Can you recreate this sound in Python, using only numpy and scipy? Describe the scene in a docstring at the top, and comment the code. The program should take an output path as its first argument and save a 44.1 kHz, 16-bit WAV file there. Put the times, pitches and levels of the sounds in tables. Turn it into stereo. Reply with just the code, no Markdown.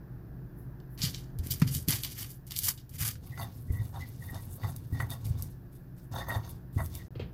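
"""A kitchen counter and a shallow stone mortar, in stereo over a low, wavering room hum with faint hiss.
First papery skin brushes the stone; then a pestle crushes shallots and garlic, breaking flesh in swarms of
random fractures, with single snaps, while the heavy dish thumps and rumbles as decaying low bounces and noise.
Next it grinds wet chilli paste: grit excites stone modes, slips make the pestle squeak, noise bands squelch.
Last, the sound drops out briefly and pieces of raw chicken land with filtered slaps and dull thuds."""
import sys
import numpy as np
from scipy import signal
from scipy.fft import rfft, irfft
from scipy.io import wavfile
from scipy.ndimage import uniform_filter1d

SR = 44100
rng = np.random.default_rng(int(sys.argv[2]) if len(sys.argv) > 2 else 0)


def int16_out(signal):
    """Quantize to a 16-bit WAV file."""
    q = np.round(np.clip(np.atleast_2d(signal).T, -1, 1) * 32767)
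    wavfile.write(sys.argv[1], SR, q.astype(np.int16))


N = 323253
TIME = np.arange(N) / SR


def from_db(db):
    """Decibels to gain."""
    return 10 ** (np.asarray(db) / 20)


def rms_one(x):
    """Scale to unit power."""
    return x / np.sqrt(np.mean(x ** 2) + 1e-20)


def panned(db):
    """Left and right gains for a level difference; positive is louder on the left."""
    gains = from_db(np.array([[db], [-db]]) / 2)
    return gains / np.sqrt(np.cosh(db * np.log(10) / 20))


def drift(rate):
    """Random wander of rms 1 through this many new values per second."""
    knots = rng.standard_normal(4096)
    return rms_one(np.interp(TIME * rate, np.arange(len(knots)), knots))


def convolve(x, response):
    """Pass mono or stereo sound through a mono or stereo response."""
    return signal.fftconvolve(np.atleast_2d(x), np.atleast_2d(response), axes=1)[:, :N]


def response_of(spectrum, size=8192):
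    """Minimum-phase impulse response of unit energy with this spectrum, falling steeply past its ends."""
    hz, db = np.transpose(spectrum)
    octave = np.log2(np.maximum(np.fft.rfftfreq(size, 1 / SR), 1))
    known = np.log2(hz)
    outside = np.abs(octave - np.clip(octave, known[0], known[-1]))
    level_db = np.interp(octave, known, db) - np.minimum(40 * outside, 60)
    cepstrum = irfft(np.log(from_db(level_db)))
    # folding the cepstrum onto positive time makes the response causal
    cepstrum[1:size // 2] *= 2
    cepstrum[size // 2 + 1:] = 0
    response = irfft(np.exp(rfft(cepstrum)))
    return response / np.linalg.norm(response)


def coloured(x, spectrum):
    """Give an excitation a spectrum; rms 1."""
    return rms_one(convolve(x, response_of(spectrum)))


def struck(x, spectrum):
    """A unit click becomes a pulse of height 1 with this spectrum."""
    response = response_of(spectrum)
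    return convolve(x, response / np.abs(response).max())


def resonance(x, hz, width):
    """Two-pole resonator with gain 1 on top; width in Hz."""
    r = np.exp(-np.pi * width / SR)
    feed = np.array([1, 0, -1]) * (1 - r * r) / 2
    feedback = [1, -2 * r * np.cos(2 * np.pi * hz / SR), r * r]
    return signal.lfilter(feed, feedback, x + 1e-18)


def ringing(x, modes, wander_db):
    """Modes share one excitation; their strengths change as the contact moves over the stone. Rms 1."""
    total = 0
    for k, (hz, width, db) in enumerate(modes):
        strength = from_db(db + wander_db * drift(35))
        total = total + (-1) ** k * strength * resonance(x, hz, width)
    return rms_one(total)


def grains(per_s, spread_db, clump_db, clump_rate):
    """Random fractures of uneven size that come in clumps; the mean power is held even."""
    unevenness_db = spread_db * np.minimum(rng.exponential(1, N), 4)
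    sizes = from_db(unevenness_db + clump_db * drift(clump_rate))
    clicks = (rng.random(N) < per_s / SR) * sizes * rng.choice([-1, 1], N)
    local_power = np.abs(uniform_filter1d(clicks ** 2, size=1300))
    return clicks / np.sqrt(local_power + 1e-3)


def patchy(x, depth_db, rate):
    """Fractures of one size come in runs, so each band swells and fades on its own."""
    lows = []
    for hz in np.geomspace(1100, 13500, 9):
        lowpass = signal.butter(3, hz, fs=SR, output="sos")
        lows.append(signal.sosfiltfilt(lowpass, x + 1e-9))
    bands = np.diff([0 * x, *lows, x], axis=0)
    return sum(band * from_db(depth_db * drift(rate)) for band in bands)


def add(out, s, sound):
    """Lay a sound into a track from time s on."""
    at = int(round(s * SR))
    out[..., at:at + sound.shape[-1]] += sound[..., :N - at]


def contacts(times, levels_db, crumble_db, crumble_s):
    """Each contact is a click followed by a short, decaying crumble of noise."""
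    out, t = np.zeros(N), TIME[:SR // 5]
    for s, db, rest_db in np.broadcast(times, levels_db, crumble_db):
        burst = from_db(rest_db) * rng.standard_normal(len(t)) * np.exp(-t / crumble_s)
        burst[0] = 1
        add(out, s, from_db(db) * burst)
    return out


# a push starts this far below its full level, fading in over this time
TOUCH_DB, TOUCH_S = -14, 0.0061


def push(s, attack_s, hold_s, release_s):
    """Envelope of one push: a light touch, a swell to full force, a hold, a fall of 20 dB per release time."""
    age = TIME[::16] - s
    swell_db = TOUCH_DB * np.clip(1 - age / max(attack_s, 1e-3), 0, 1)
    fall_db = 20 * np.maximum(age - attack_s - hold_s, 0) / max(release_s, 1e-3)
    return from_db(np.maximum(swell_db - fall_db, -200)) * np.clip(age / TOUCH_S + .5, 0, 1)


def pushes(rows):
    """Rows of (s, attack, hold, release, dB, ..) to one gain in time per dB column; overlaps add in power."""
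    power = sum(np.outer(from_db(row[4:]), push(*row[:4])) ** 2 for row in rows)
    return [np.interp(TIME, TIME[::16], np.sqrt(layer)) for layer in power]


def wide_noise(spectrum, side_db):
    """Stereo noise with a part common to left and right and an opposed part at side_db."""
    mid, side = coloured(rng.standard_normal((2, N)), spectrum)
    return mid + from_db(side_db) * side * [[1], [-1]]


KITCHEN_T60_S, TREBLE_T60_S, WALL_ECHO_S = 0.26, 0.18, .00735


def kitchen(x, wet_db, width_db):
    """Direct sound, scatter off dish and counter that differs left and right, a wall echo and a dulling tail."""
    t = TIME[:SR // 2]
    density = .08 + t / .04
    noise = rng.standard_normal((2, len(t))) * (rng.random((2, len(t))) < density)
    low = signal.sosfilt(signal.butter(1, 3500, fs=SR, output="sos"), noise)
    tail = low * from_db(-60 * t / KITCHEN_T60_S) + (noise - low) * from_db(-60 * t / TREBLE_T60_S)
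    tail *= t > .004
    response = from_db(wet_db) * tail / np.linalg.norm(tail, axis=1, keepdims=True)
    # flat spectrum with random phase
    scatter = irfft(np.exp(1j * np.angle(rfft(rng.standard_normal(128)))))
    response[:, :len(scatter)] += from_db(width_db) * scatter * [[1], [-1]]
    response[:, 0] += 1
    response[:, round(WALL_ECHO_S * SR)] += from_db(-12.5)
    return convolve(x, response / np.linalg.norm(response.mean(axis=0)))


# Low tones of the room hum. Each row: frequency in Hz, mean amplitude in dB before the background level.
HUM_TONES = [(59.2, -53), (129.2, -50), (177.6, -57), (355.3, -67)]
# Spectrum of the room rumble. Each row: frequency in Hz, relative density in dB per Hz.
RUMBLE_SPECTRUM = [(12, -51), (20, -9), (49, -5), (97, -19.5), (107, 0.5), (128, -1.5), (188, -12.5),
                   (213, -16.5), (282, -14), (352, -18), (538, -30), (584, -27.5), (1230, -36.5),
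                   (1700, -33.5), (2500, -58), (3250, -105), (5500, -120)]
# Spectrum of the hiss. Each row: frequency in Hz, relative density in dB per Hz.
HISS_SPECTRUM = [(1290, -27.5), (2200, -17.5), (2500, -11), (3060, -16.5), (5240, -16), (8480, -27.5),
                 (13700, -5), (14100, -23), (15000, -2.5), (16500, -43.5)]
# How loud rumble and hum stand. Each row: time in seconds, gain in dB.
BACKGROUND_LEVEL = [(0, 3.5), (1.2, 3.5), (1.4, 4), (3.1, -4.5), (3.3, -3), (7.33, 2.5)]


def background():
    """The room: noise rumbles low, sine tones hum with wavering level and phase, and steady noise hisses."""
    waver_db, sway_rad = 2, .45
    hum = 0
    for hz, db in HUM_TONES:
        amplitude = from_db(db + waver_db * drift(12.0))
        hum = hum + amplitude * np.sin(2 * np.pi * hz * TIME + sway_rad * drift(6))
    rumble = from_db(-49.5) * wide_noise(RUMBLE_SPECTRUM, side_db=-4.5)
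    hiss = from_db(-73) * wide_noise(HISS_SPECTRUM, side_db=-6.0)
    level_db = np.interp(TIME, *np.transpose(BACKGROUND_LEVEL))
    return from_db(level_db) * (rumble + hum) + hiss


# A clove rolls and its skin brushes the stone. Each row: start in seconds, level in dB.
SKIN_BRUSHES = [(0.56, -62.5), (0.9, -61.5)]
# Spectrum of papery skin. Each row: frequency in Hz, relative density in dB per Hz.
SKIN_SPECTRUM = [(5000, -26), (8500, -15), (11500, 3), (15500, -3)]


def rustle():
    """Papery skin brushes lightly over the stone: bright, tiny random touches, dry and central."""
    attack_s, release_s = 0.03, .11
    touches = coloured(grains(per_s=3300, spread_db=2, clump_db=-3, clump_rate=63), SKIN_SPECTRUM)
    level, = pushes([(s, attack_s, 0, release_s, db) for s, db in SKIN_BRUSHES])
    return level * touches


# Skins and flesh snapping, paste smacking. Each row: time in seconds, relative level in dB,
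# bright edge relative to the middle crack in dB, crumble that follows relative to the click in dB.
SNAP_EVENTS = [(0.8014, -48, -15, -5.5), (0.9773, -27, -15, -17), (1.018, -11.5, -19, -12),
               (1.1462, -11.5, -30, -18), (1.3882, -30, 4, -32), (1.4705, -30.5, 4.5, -15),
               (1.506, -24, -5, -25), (1.5988, -32, 1.5, -11.5), (1.618, -24.5, -0.5, -15),
               (1.6771, -22, -24, -11), (1.75, -13.5, -1, -28), (1.8849, -10.5, -1.5, -12.5),
               (1.8929, -11.5, -18, -13), (1.907, -10.5, 0, -18.5), (2.0352, -10.5, -8.5, -15),
               (2.0477, -10, -10.5, -18), (2.116, -34, -23, -26), (2.468, -47, 9.5, -14.5),
               (2.5092, -16, -8, -25), (2.52, -22, -6, -11), (2.564, -8, -11, -27), (2.5692, -10, -15, -28),
               (2.589, -16.5, 2.5, -11), (2.7767, -41, -28, -2), (2.894, -44, 2, -16),
               (3.0494, -33, -9, -19), (3.156, -29, -21, -23), (3.8406, -50, -2, -18),
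               (4.345, -27, -11, -13.5), (4.763, -40.5, 14.5, -16), (5.104, -27.5, 1.5, -14),
               (5.136, -36, 6, -22), (5.4234, -39.5, 15, -10.5), (6.186, -37, 5, -19),
               (6.783, -37.5, 0, -14), (6.8608, -29, 4, -24), (6.9527, -21, -1, -44)]
# Spectrum of tearing flesh. Each row: frequency in Hz, relative density in dB per Hz.
FLESH_SPECTRUM = [(1410, -30), (2400, -3), (2640, -9), (2960, 0.5), (3100, 0), (4150, 0.5), (4500, 4),
                  (7500, -8.5), (9750, -24), (16500, -120)]
# Spectrum of bursting cells. Each row: frequency in Hz, relative density in dB per Hz.
CELL_SPECTRUM = [(4120, -12), (7000, -9.5), (8710, -5), (12000, 0.5), (15100, -2.5), (16000, -34),
                 (16300, -40), (16500, -34)]


def snaps():
    """Single larger breaks, each a click and crumble filtered to a middle crack and a bright edge."""
    s, db, treble_db, crumble_db = np.transpose(SNAP_EVENTS)
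    crack = struck(contacts(s, db - 13, crumble_db, crumble_s=0.0026), FLESH_SPECTRUM)
    edge = struck(contacts(s, db + treble_db - 1.5, crumble_db, crumble_s=.003), CELL_SPECTRUM)
    crack = kitchen(crack, wet_db=-6, width_db=-1) * panned(-7.0)
    return crack + kitchen(edge, wet_db=-10.0, width_db=-3.5)


# The pestle bears down and a piece gives way. Each row: start in seconds, attack in seconds,
# hold in seconds, release in seconds, then relative levels in dB of tearing flesh, bursting cells, dull crunch.
CRUSH_PUSHES = [(.976, 0.013, .02, .08, -53, -53, -56), (1.008, 0.027, .012, .04, -36, -37, -50),
                (1.045, 0.011, .02, .07, -41.5, -43.5, -51), (1.125, .02, .005, .118, -52, -54, -59),
                (1.383, .005, .005, .045, -60.5, -58, -71), (1.423, .017, .048, .5, -59, -54, -61.5),
                (1.499, 0.01, .012, .041, -39, -33.5, -54.5), (1.583, 0.022, .019, .016, -57, -52.5, -59),
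                (1.614, 0.0035, .003, .027, -43.5, -52, -38.5), (1.664, 0.011, .01, .073, -50, -45.5, -55),
                (1.711, 0.034, .006, .07, -44.5, -35.5, -55.5), (1.875, 0.015, .045, .09, -39, -35, -43.5),
                (2.026, 0.013, .014, .069, -44.5, -41, -51), (2.1, .016, .006, .036, -47, -45.5, -66),
                (2.148, 0.037, .048, .069, -49.5, -43, -54.5),
                (2.273, 0.019, .023, .06, -60.5, -49.5, -66.5), (2.464, .004, .008, .15, -65, -57, -74),
                (2.5, 0.014, .008, .072, -49.5, -50, -54), (2.546, 0.023, .027, .049, -48, -39, -62),
                (2.61, 0.026, .04, .057, -42, -34, -53), (2.653, 0.032, .009, .03, -37.5, -32.5, -41.5),
                (2.767, 0.01, .007, .06, -59.5, -59.5, -74), (2.891, .003, .005, .1, -69, -58.5, -77),
                (2.916, 0.034, .009, .048, -59, -51.5, -60.5), (2.982, 0.037, .068, .052, -42, -35, -46)]
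# Spectrum of the dull crunch. Each row: frequency in Hz, relative density in dB per Hz.
DULL_SPECTRUM = [(290, -52), (500, -10.5), (991, -3), (1070, -1.5), (1470, -0.5), (1600, 0), (2700, 4),
                 (3510, -30.5), (5940, -120)]


def crunch():
    """Cell walls break in swarms; the same fractures sound in the flesh and as a fine bright spray."""
    breaks = grains(per_s=2400, spread_db=1, clump_db=1.0, clump_rate=200)
    breaks = patchy(breaks, depth_db=3, rate=70)
    flesh, cells, dull = pushes(CRUSH_PUSHES)
    body = flesh * from_db(1.0) * coloured(breaks, FLESH_SPECTRUM) + dull * coloured(breaks, DULL_SPECTRUM)
    spray = cells * from_db(1.0) * coloured(breaks, CELL_SPECTRUM)
    # close and nearly dry
    body = kitchen(body, wet_db=-29, width_db=-1.0) * panned(-3.5)
    return body + kitchen(spray, wet_db=-29.5, width_db=-8) * panned(-.3)


# steady rumble while the pestle circles
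CIRCLING_START_S, CIRCLING_END_S, CIRCLING_DB = 2.9, 5.5, -43
# rumble under a push of 0 dB; share of the push's swing in dB that it follows
ROCK_PUSH_DB, ROCK_FOLLOWS = -18, 0.47
# rumble after a thump and after a chicken landing, each against the level in its row
ROCK_BLOW_DB, ROCK_FLOP_DB = -10.5, -6.5
ROCK_ATTACK_S, ROCK_RELEASE_S = 0.013, 0.096
ROCK_LIMIT_DB = -35   # ceiling of the rumble before its final trim


def rocking():
    """The dish rumbles on the counter: steadily in circling, more under a hard push, and after each blow."""
    spectrum = [(30, -21.5), (60, -11.5), (85, 2), (115, 3.0), (140, -2.0), (190, -15), (225, -15.0),
                (257, -11.5), (310, -27.0), (500, -26.5)]   # Hz, dB per Hz
    circling_s = CIRCLING_END_S - CIRCLING_START_S
    circling, = pushes([(CIRCLING_START_S, ROCK_ATTACK_S, circling_s, ROCK_RELEASE_S, CIRCLING_DB)])
    force = pushes(GRIND_STROKES)[0] + from_db(-9.5) * pushes(CRUSH_PUSHES)[0]
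    pushed = from_db(ROCK_PUSH_DB) * force ** ROCK_FOLLOWS
    blows = [(s, db + ROCK_BLOW_DB) for s, db, _, _ in DISH_THUMPS]
    blows += [(s, db + ROCK_FLOP_DB) for s, db in CHICKEN_LANDINGS]
    shaken, = pushes([(s, ROCK_ATTACK_S, 0, ROCK_RELEASE_S, db) for s, db in blows])
    level = np.sqrt(circling ** 2 + shaken ** 2 + pushed ** 2)
    level = np.minimum(level, from_db(ROCK_LIMIT_DB))
    return level * from_db(-1.5) * wide_noise(spectrum, side_db=-7.0)


# The dish knocked against the counter. Each row: time in seconds, relative level in dB, pitch in Hz,
# left-over-right level difference in dB.
DISH_THUMPS = [(1.035, -19, 146, -13), (1.392, -23.5, 73, -11), (1.505, -24, 111, -2),
               (1.619, -10, 154, -14), (1.671, -24.5, 149, -22), (1.755, -24, 145, -17),
               (1.876, -18.5, 143, 3.5), (3.007, -26.5, 93, -2), (3.699, -19.5, 75.6, -0.5),
               (3.794, -26, 96, -1), (3.813, -28.5, 101, -4), (4.308, -32, 69.4, -3), (4.643, -24, 115, 4),
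               (4.922, -23.5, 87, 0), (4.944, -27, 103, 1), (4.995, -30, 103, 20), (5.026, -26, 110, -2),
               (5.25, -21.5, 113, 7), (5.303, -20, 99, 1), (5.419, -28.5, 104, -1), (6.358, -26, 94.5, 1),
               (6.76, -19, 103.6, 3.5), (6.811, -21.5, 110, 3)]
# Counter and room booming after a thump. Each row: frequency in Hz, relative level in dB, t60 in seconds.
COUNTER_BOOM = [(82.2, 3, 1), (107.6, -1.5, 0.31), (135.2, -7, 0.49), (184, -24, 0.45), (248.3, 3, 0.21)]


def thumps():
    """The heavy dish bounces on the counter for two or three cycles and leaves it booming."""
    out, t = np.zeros((2, N)), TIME[:SR // 5]
    for s, db, hz, pan in DISH_THUMPS:
        lag_s = 0.0014 + 0.0031 * np.clip((hz - 100) / 40, 0, 1)   # higher bounces reach the left later
        age = np.maximum(t - lag_s * np.array([[1], [0]]), 0)
        swell = age / 0.0061
        bounce = (swell * np.exp(1 - swell)) ** 1.41 * np.sin(2 * np.pi * hz * age)
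        add(out, s, -from_db(db - 1.0) * panned(pan) * bounce)
    # the whole counter top sags and springs back slowly under each blow
    sag = from_db(-9) * resonance(out.mean(axis=0), 42, 32)
    boom = 0
    for hz, db, t60_s in COUNTER_BOOM:
        boom = boom + from_db(db) * resonance(out, hz, np.log(1000) / (np.pi * t60_s))
    return out + sag + from_db(5.5) * boom


# The pestle bottoms out on a cushion of flesh or paste. Each row: time in seconds, relative level in dB.
CUSHIONED_BLOWS = [(1.462, -36), (1.619, -25.5), (1.883, -23.5), (3.703, -32), (4.33, -40), (4.925, -34.5),
                   (6.765, -30)]
# Spectrum of its dull thud. Each row: frequency in Hz, relative density in dB.
THUD_SPECTRUM = [(140, -4), (220, 1.5), (300, -2), (420, -10.5), (600, -28.5)]


def thuds():
    """A cushioned blow gives a hollow thud without a clack."""
    s, db = np.transpose(CUSHIONED_BLOWS)
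    blows = contacts(s, db, crumble_db=-50, crumble_s=.004)
    return kitchen(struck(blows, THUD_SPECTRUM), wet_db=-9, width_db=-3) * panned(-6)


# The pestle striking bare stone. Each row: time in seconds, relative level in dB.
STONE_KNOCKS = [(1.619, -19), (2.683, -22.5), (3.155, -36), (3.377, -27), (4.636, -29), (5.003, -21.5),
                (5.115, -57), (6.304, -24), (6.785, -41)]
# Spectrum of stone on stone. Each row: frequency in Hz, relative density in dB per Hz.
KNOCK_SPECTRUM = [(150, 1), (330, -4), (600, -7.5), (1100, 6), (1500, 5), (1950, 2), (2600, -4.5),
                  (5000, -13), (16000, -30.5)]


def knocks():
    """Stone on stone: a click and brief crumble filtered to a short, dry clack."""
    s, db = np.transpose(STONE_KNOCKS)
    clacks = struck(contacts(s, db - 6, crumble_db=-21, crumble_s=0.0045), KNOCK_SPECTRUM)
    return kitchen(clacks, wet_db=-9, width_db=-2.5) * panned(-2.1)


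# The pestle is pushed through the paste. Each row: start in seconds, attack in seconds, hold in seconds,
# release in seconds, then relative levels in dB of stone rasp, gritty scrape, wet squelch.
GRIND_STROKES = [(3.207, 0.033, 0.21, 0.46, -65.5, -67, -60.5),
                 (3.374, 0.009, 0.041, 0.081, -45, -54.5, -57), (3.674, .05, 0.12, 0.18, -61.5, -66.5, -56),
                 (3.925, 0.025, 0.021, 0.096, -49, -60, -59.5),
                 (3.99, 0.0053, 0.017, 0.41, -66, -61.5, -60.5),
                 (4.19, 0.037, 0.053, 0.95, -61, -62.5, -56), (4.328, .018, 0.014, .051, -48.5, -55, -50.5),
                 (4.58, 0.074, 0.029, .1, -50, -57.5, -53.5), (4.628, .008, 0.009, 0.068, -44.5, -60, -66),
                 (4.903, 0.054, 0.036, 0.1, -55.5, -60, -54),
                 (4.996, 0.0038, 0.0097, 0.062, -41.5, -58.5, -51),
                 (5.091, 0.021, 0.018, 0.057, -46.5, -52, -50), (5.193, 0.017, 0.18, .097, -64, -67.5, -71),
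                 (5.373, 0.017, 0.014, .14, -60.5, -61, -54.5), (6.114, 0.047, 0.038, 0.077, -40, -50, -51),
                 (6.267, 0.027, 0.069, 0.049, -38.5, -51.5, -52.5),
                 (6.403, 0.045, 0.015, .12, -55, -59.5, -57), (6.775, .018, 0.018, 0.04, -40, -61, -66),
                 (6.897, 0.042, 0.03, 0.12, -61, -56, -54)]
# Paste squeezes out from under the pestle. Each row: start in seconds, attack in seconds,
# release in seconds, relative level in dB.
PASTE_SQUEEZES = [(3.829, 0.016, 0.029, -59.5), (4.5, 0.041, 0.048, -54.5), (4.758, 0.0044, 0.047, -53),
                  (5.239, 0.018, 0.074, -45.5), (5.418, 0.012, 0.067, -53), (5.718, 0.039, 0.066, -60.5),
                  (5.965, 0.021, 0.089, -59), (6.475, 0.019, 0.039, -49), (6.728, 0.061, 0.17, -51.5),
                  (6.819, 0.037, 0.029, -48), (6.936, 0.021, 0.028, -46.5)]
# Spectrum of pestle rubbing on dish. 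Each row: frequency in Hz, relative density in dB per Hz.
RASP_SPECTRUM = [(220, -21), (380, -5), (443, -24), (512, -6), (573, -3.5), (737, -1), (893, 1),
                 (1020, -2.5), (1100, 2), (1270, -4), (1390, -3), (1610, -11), (1770, -10.5), (1850, -6),
                 (2400, -35.5), (4070, -120)]
# Broad low modes of the dish, struck by grit. Each row: frequency in Hz, width in Hz, relative level in dB.
DISH_MODES = [(515, 56, 2.5), (643, 41, 5), (749, 61, 3.5), (943, 41, 4), (1096, 48, 2), (1223, 180, -10)]
# Upper modes of the rubbed stone. Each row: frequency in Hz, width in Hz, relative level in dB.
STONE_MODES = [(2760, 70, -13), (3640, 85, 1), (4590, 110, -4), (5040, 80, -14), (6280, 150, -6)]
# Spectrum of wet paste smacking under the pestle. Each row: frequency in Hz, relative density in dB per Hz.
SMACK_SPECTRUM = [(2200, -0.5), (3000, -2.5), (3900, 3), (5000, 4), (6300, 2), (7400, -3)]
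# Spectrum of the squelch. Each row: frequency in Hz, relative density in dB per Hz.
SQUELCH_SPECTRUM = [(4000, -15.5), (6800, -2.5), (7300, -4), (7890, 0), (13300, 7), (15800, -0.5),
                    (16300, -24), (16500, -47)]
SQUELCH_SMACK_DB = -9.5   # the smack that goes with each squeeze
LUMPS_DB, LUMPS_PER_S = 2, 45   # lumps in the paste make the squelch uneven


def grinding():
    """Grit catches between stone and stone and rings their modes, while the paste squelches."""
    rasp, scrape, wet = pushes(GRIND_STROKES)
    squeezed, = pushes([(s, attack_s, 0, release_s, db) for s, attack_s, release_s, db in PASTE_SQUEEZES])
    scrape = np.hypot(scrape, from_db(SQUELCH_SMACK_DB) * squeezed)
    wet = np.hypot(wet, squeezed)

    grit = grains(per_s=2500, spread_db=5.0, clump_db=4, clump_rate=200)
    coarse_grit = grains(per_s=600, spread_db=-2.5, clump_db=11, clump_rate=160)
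    rubbing = from_db(-1.5) * coloured(grit, RASP_SPECTRUM)
    dish = rasp * (rubbing + from_db(-5) * ringing(coarse_grit, DISH_MODES, wander_db=2.5))

    bubbles = grains(per_s=1800, spread_db=-2.0, clump_db=1.0, clump_rate=91)
    bubbles = patchy(bubbles, depth_db=4.5, rate=55)
    # only a hard stroke reaches bare stone and makes it ring; a cushion of paste just smacks
    bare = .92 * rasp ** 2 / (rasp ** 2 + from_db(-53) ** 2)
    stone = np.sqrt(bare) * ringing(grit, STONE_MODES, wander_db=-5.0)
    smack = np.sqrt(1 - bare) * coloured(bubbles, SMACK_SPECTRUM)
    scraping = scrape * from_db(1.9) * (stone + smack)
    lumps = from_db(LUMPS_DB * drift(LUMPS_PER_S))
    squelch = wet * lumps * coloured(bubbles, SQUELCH_SPECTRUM)

    dish = kitchen(dish, wet_db=-14.5, width_db=-1.0) * panned(-4.0)
    scraping = kitchen(scraping, wet_db=-11, width_db=1.0) * panned(-4.5)
    return dish + scraping + kitchen(squelch, wet_db=-12, width_db=-23) * panned(-0.95)


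# The pestle rings as it sticks and slips. Each row: start in seconds, hold in seconds,
# relative level in dB, starting pitch in Hz.
PESTLE_SQUEAKS = [(3.315, .008, -53.5, 1950), (3.363, 0.057, -53.5, 1985), (3.681, .003, -58, 2010),
                  (3.73, 0.063, -56, 1966), (4, 0.019, -48.5, 2000), (4.21, .005, -53, 1905),
                  (4.274, 0.0093, -49, 1880), (4.361, 0.013, -59.5, 1960), (4.619, 0.022, -52, 1980),
                  (4.925, 0.038, -54.5, 1910), (4.994, 0.0027, -37.5, 1923), (5.025, .003, -60, 1960),
                  (5.11, .005, -56, 1930), (6.201, .006, -43.5, 1864), (6.255, .01, -52, 1866),
                  (6.29, 0.0023, -33.5, 1898), (6.343, 0.01, -49, 1865), (6.776, 0.012, -43.5, 1945),
                  (6.987, 0.0051, -53, 1926)]
SQUEAK_ATTACK_S, SQUEAK_RELEASE_S, SQUEAK_SAG_HZ_PER_S = 0.014, 0.034, 380


def squeaks():
    """Slips excite the pestle's lowest mode; its pitch is set by the grip and sags as the contact slides on."""
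    starts, _, _, pitches = np.transpose(PESTLE_SQUEAKS)
    latest = np.maximum(np.searchsorted(starts, TIME) - 1, 0)
    sliding_s = np.clip(TIME - starts[latest] - SQUEAK_ATTACK_S, 0, .15)
    pitch = pitches[latest] - SQUEAK_SAG_HZ_PER_S * sliding_s
    turn = np.exp(2j * np.pi * np.cumsum(pitch) / SR)
    slips = grains(per_s=1300, spread_db=1, clump_db=-6.5, clump_rate=74)
    # shifted down by the moving pitch, low-passed, shifted back: a resonance that glides
    width_hz, skirt_hz = 55, 280
    swing = slips / turn
    for hz in (width_hz, skirt_hz):
        swing = signal.sosfilt(signal.butter(1, hz / 2, fs=SR, output="sos"), swing)
    local_power = np.abs(uniform_filter1d(np.abs(swing) ** 2, size=1100))
    swing /= np.sqrt(local_power + 1e-12)
    rows = [(s, SQUEAK_ATTACK_S, hold_s, SQUEAK_RELEASE_S, db) for s, hold_s, db, _ in PESTLE_SQUEAKS]
    level, = pushes(rows)
    ring = level * from_db(0.6) * rms_one((swing * turn).real)
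    return kitchen(ring, wet_db=-11, width_db=0.5) * panned(-4.5)


# Chicken landing in the paste. Each row: time in seconds, relative level in dB.
CHICKEN_LANDINGS = [(7.154, -35), (7.196, -26)]
# Spectrum of the wet slap. Each row: frequency in Hz, relative density in dB per Hz.
SLAP_SPECTRUM = [(40, -19), (110, 20), (300, -7.5), (600, -9.5), (1500, -18.5), (2500, -14.5), (4500, -22),
                 (6000, -34.5), (16000, -68)]


def chicken():
    """Soft meat lands right of centre with a wet slap and a dull thud, then settles in a short crumble."""
    s, db = np.transpose(CHICKEN_LANDINGS)
    slaps = struck(contacts(s, db - 5.0, crumble_db=-19.5, crumble_s=0.026), SLAP_SPECTRUM)
    landings = contacts(s + .003, db, crumble_db=-60, crumble_s=.001)
    thud_spectrum = [(50, -7), (110, 5), (280, -5.0), (450, -4.0), (700, -18)]   # Hz, dB
    dull_thuds = struck(landings, thud_spectrum)
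    return kitchen(slaps + from_db(-0.5) * dull_thuds, wet_db=-4.5, width_db=1.0) * panned(-9.0)


def scene():
    """All that happens in and around the mortar."""
    crushing = rustle() + snaps() + crunch()
    dish = rocking() + thumps() + thuds()
    rubbing = knocks() + grinding() + squeaks()
    return background() + crushing + dish + rubbing + chicken()


DROPOUT_START_S, DROPOUT_END_S = 7.083, 7.106
CUTOFF_HZ = 16400


def record(dry):
    """The sound drops out for a moment before the chicken lands; a steep low-pass cuts the top."""
    live = 1.0 * ((TIME < DROPOUT_START_S) | (TIME > DROPOUT_END_S))
    live = uniform_filter1d(live, size=30)   # softens the edges of the gap
    lowpass = signal.ellip(12, .1, 80, CUTOFF_HZ, fs=SR, output="sos")
    return signal.sosfilt(lowpass, dry * live)


dry = scene()
out = record(dry)
int16_out(out)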